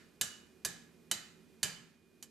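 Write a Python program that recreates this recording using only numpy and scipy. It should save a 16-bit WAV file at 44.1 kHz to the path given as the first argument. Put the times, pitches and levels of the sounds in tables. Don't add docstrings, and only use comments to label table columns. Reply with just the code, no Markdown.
import sys
import numpy as np
from scipy import signal
from scipy.fft import rfft, irfft
from scipy.io import wavfile

SR = 44100
rng = np.random.default_rng(int(sys.argv[2]) if len(sys.argv) > 2 else 0)


def to_wav(sig):
    pcm = np.clip(np.atleast_2d(sig), -1, 1) * 32767
    pcm = np.round(pcm).astype(np.int16)
    wavfile.write(sys.argv[1], SR, pcm.T)


N = 101430

# (time [s], level [dB], extra ring level [dB], treble tilt [dB per octave], clack t60 [s],
#  extra thud level [dB], first favoured mode [Hz], second favoured mode [Hz])
HAMMER_BLOWS = [(-0.235, 1.5, -4, -0.5, 0.077, 1.5, 1690, 2914),
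                (0.2115, 2, -2, 0.85, 0.037, -4, 2914, 7607), (0.6487, -4, -5, 0.24, 0.066, 5, 1690, 10788),
                (1.1127, 0.5, -4.5, -0.43, 0.041, -1.5, 3030, 3911),
                (1.6298, 0.5, -0.5, -0.36, 0.051, 1, 4742, 3030)]
VISE_TAPS = [(2.2254, -20, -7, 0.91, 0.077, 0, 3030, 6060)]
# (frequency [Hz], relative level per Hz [dB])
CLACK_COLOUR = [(100, -13), (400, -14.5), (800, -5.5), (1200, -4), (2300, -4), (3000, -4), (3400, -3.5),
                (4600, 1.5), (5400, -2.5), (6200, 2.5), (7200, 3.5), (8000, 1), (8900, 0), (9500, -4.5),
                (11000, -4), (12000, -7), (12800, -2), (14000, -22)]
# (frequency [Hz], relative level per Hz [dB])
THUD_COLOUR = [(30, -28), (70, -10.5), (170, 2), (300, -8.5), (700, -13.5), (2000, -37)]
MODE_PITCHES = [1690, 1755, 2914, 3030, 3640, 3911, 4742, 6060, 6260, 6581, 6780, 7607, 8845, 10788]
MODE_LEVELS = [-38.5, -47, -42, -40.5, -39.5, -42, -45.5, -43.5, -40, -49.5, -43.5, -45.5, -41, -33]
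MODE_DECAYS = [0.091, 0.26, 0.11, 0.11, 0.087, .13, 0.13, .1, .17, 0.061, .11, 0.12, .08, 0.047]
# (frequency [Hz], relative level [dB])
ECHO_COLOUR = [(60, -4.5), (300, -1), (900, -2), (1900, 4), (3500, 0), (7000, -4), (10000, -6), (14000, -9)]
# (frequency [Hz], t60 [s])
ECHO_DECAY = [(100, 1), (700, 0.58), (1800, 0.57), (4000, 0.51), (8000, 0.44), (13000, .36)]
# (frequency [Hz], level [dB], width at half gain [Hz])
HUM_BANDS = [(167, -71, 12), (230.3, -71, 20), (375.5, -73.5, 23), (450.6, -83, 10)]
# (frequency [Hz], relative level per Hz [dB])
AIR_COLOUR = [(25, -17.5), (50, -16), (78, -0.5), (115, -9.5), (170, -6), (240, 2.5), (300, -2.5),
              (390, -1), (520, -10), (800, -17.5), (1700, -18), (3200, -21.5), (7000, -25), (13000, -28.5),
              (15000, -30)]
# (time [s], level [dB])
BACKGROUND_LEVEL = [(0, -1), (1.6, -0.5), (1.85, -3.5), (2.0, -5.5), (2.3, -2)]

CRACK_DB, CRACK_T60_S = -28, 0.0138
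CLACK_DB, CONTACT_S = -24, 0.0013
CHATTER_DB, CHATTER_T60_S = -41, 0.13
THUD_DB, THUD_RISE_S, THUD_T60_S = -44, 0.0077, 0.18
FAVOUR_DB, FAVOUR_WIDTH_HZ = 9, 70
MODE_SCATTER_DB = 2.5
STRIKE_S, LEAD_S = 0.4, 0.5

ROOM_DB, ROOM_BUILD_S, ECHO_S = -8, 0.0054, 0.8
NEAR_DB, NEAR_DELAY_S, NEAR_T60_S = -10, 0.0037, 0.16
RING_ROOM_DB, TAP_ROOM_DB = -6.5, -10
ROOM_SHARED = 0.47

AIR_DB, AIR_SIDE_DB = -65.5, -8
WHINE_HZ, WHINE_DB = 2447, -82

PAN_DB, MACHINE_PAN_DB = -4, -4
TOP_HZ = 14200


def strike(t, hz, level_db, ring_db, tilt_db, clack_t60, thud_db, first_hz, second_hz):
    contact = clack(t, hz, tilt_db, clack_t60) + ring(t, ring_db, first_hz, second_hz)
    onset = np.minimum(t / CONTACT_S, 1)
    body = undb(THUD_DB + thud_db) * thud(t, hz)
    return undb(level_db) * (contact * onset + body)


def clack(t, hz, tilt_db, clack_t60):
    octaves = np.log2(np.maximum(hz, 500) / 5000)
    colour = undb(along(CLACK_COLOUR, hz) + tilt_db * octaves)
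    stages = [(CRACK_DB, CRACK_T60_S), (CLACK_DB, clack_t60), (CHATTER_DB, CHATTER_T60_S)]
    power = sum((undb(db) * fade(t, t60)) ** 2 for db, t60 in stages)
    return noise(colour) * np.sqrt(power)


def ring(t, ring_db, first_hz, second_hz):
    out = np.zeros(len(t))
    for pitch, mode_db, t60 in zip(MODE_PITCHES, MODE_LEVELS, MODE_DECAYS):
        distance = min(abs(pitch - first_hz), abs(pitch - second_hz))
        favour_db = FAVOUR_DB * np.exp(-(distance / FAVOUR_WIDTH_HZ) ** 2)
        scatter_db = MODE_SCATTER_DB * rng.standard_normal()
        size = undb(mode_db + ring_db + favour_db + scatter_db)
        out += size * fade(t, t60) * np.sin(2 * np.pi * (pitch * t + rng.random()))
    return out


def thud(t, hz):
    swell = 1 - np.exp(-t / THUD_RISE_S)
    return noise(undb(along(THUD_COLOUR, hz))) * swell * fade(t, THUD_T60_S)


def play(rows, more_ring_db=0):
    out = np.zeros(2 * N)
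    t, hz = axes(count=round(STRIKE_S * SR))
    for start, level_db, ring_db, *rest in rows:
        i = int((start + LEAD_S) * SR)
        out[i:i + len(t)] += strike(t, hz, level_db, ring_db + more_ring_db, *rest)
    return out[:N + int(LEAD_S * SR)]


def workshop():
    response = room_response()
    blows = play(HAMMER_BLOWS, RING_ROOM_DB)
    taps = undb(TAP_ROOM_DB) * play(VISE_TAPS, RING_ROOM_DB)
    sent = blows + taps
    return signal.fftconvolve(sent, response)[:len(sent)]


def room_response():
    t, hz = axes(count=round(ECHO_S * SR))
    centres = np.geomspace(60, 15000, num=14)
    spectrum = rfft(noise(undb(along(ECHO_COLOUR, hz))))
    tail = np.zeros(len(t))
    for centre, peak in zip(centres, np.eye(len(centres))):
        band = along(list(zip(centres, peak)), hz)
        tail += irfft(spectrum * band) * fade(t, along(ECHO_DECAY, centre))
    tail = tail * (1 - np.exp(-t / ROOM_BUILD_S))
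    near = rng.standard_normal(len(t)) * (t > NEAR_DELAY_S) * fade(t, NEAR_T60_S)
    mix = undb(ROOM_DB) * unit(tail) + undb(NEAR_DB) * unit(near)
    return mix / np.sqrt(len(t))


def machine():
    t, hz = axes(count=N)
    middle = hum_and_air(hz)
    side = undb(AIR_SIDE_DB) * hum_and_air(hz)
    both = middle + side * np.array([[1], [-1]])
    level = undb(np.interp(t, *np.array(BACKGROUND_LEVEL).T))
    whine = undb(WHINE_DB) * np.sqrt(2) * np.sin(2 * np.pi * WHINE_HZ * t)
    return (both * level + whine) * pan(MACHINE_PAN_DB)


def hum_and_air(hz):
    hum = sum(undb(db) * noise(1 / (1 + (2 * (hz - f) / width) ** 2)) for f, db, width in HUM_BANDS)
    return hum + undb(AIR_DB) * noise(undb(along(AIR_COLOUR, hz)))


def undb(db):
    return 10 ** (np.asarray(db) / 20)


def unit(x):
    return x / np.sqrt(np.mean(x ** 2))


def along(points, hz):
    f, v = np.array(points).T
    return np.interp(np.log(np.maximum(hz, 1)), np.log(f), v)


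def noise(gain):
    phase = 2 * np.pi * rng.random(len(gain))
    return unit(irfft(gain * np.exp(1j * phase)))


def fade(t, t60):
    return np.exp(-np.log(1000) * t / np.maximum(t60, 1e-3))


def pan(db):
    return undb(np.array([[db], [-db]]) / 2)


def axes(count):
    return np.arange(count) / SR, np.arange(count // 2 + 1) * SR / count


def scene():
    alike = np.sqrt(ROOM_SHARED) * workshop()
    apart = np.sqrt(1 - ROOM_SHARED) * np.array([workshop(), workshop()])
    steel = play(HAMMER_BLOWS) + play(VISE_TAPS) + alike + apart
    return steel[:, -N:] * pan(PAN_DB) + machine()


def record(dry):
    low_pass = signal.ellip(8, 0.2, 70, TOP_HZ, fs=SR, output="sos")
    return signal.sosfilt(low_pass, dry)


dry = scene()
out = record(dry)
to_wav(out)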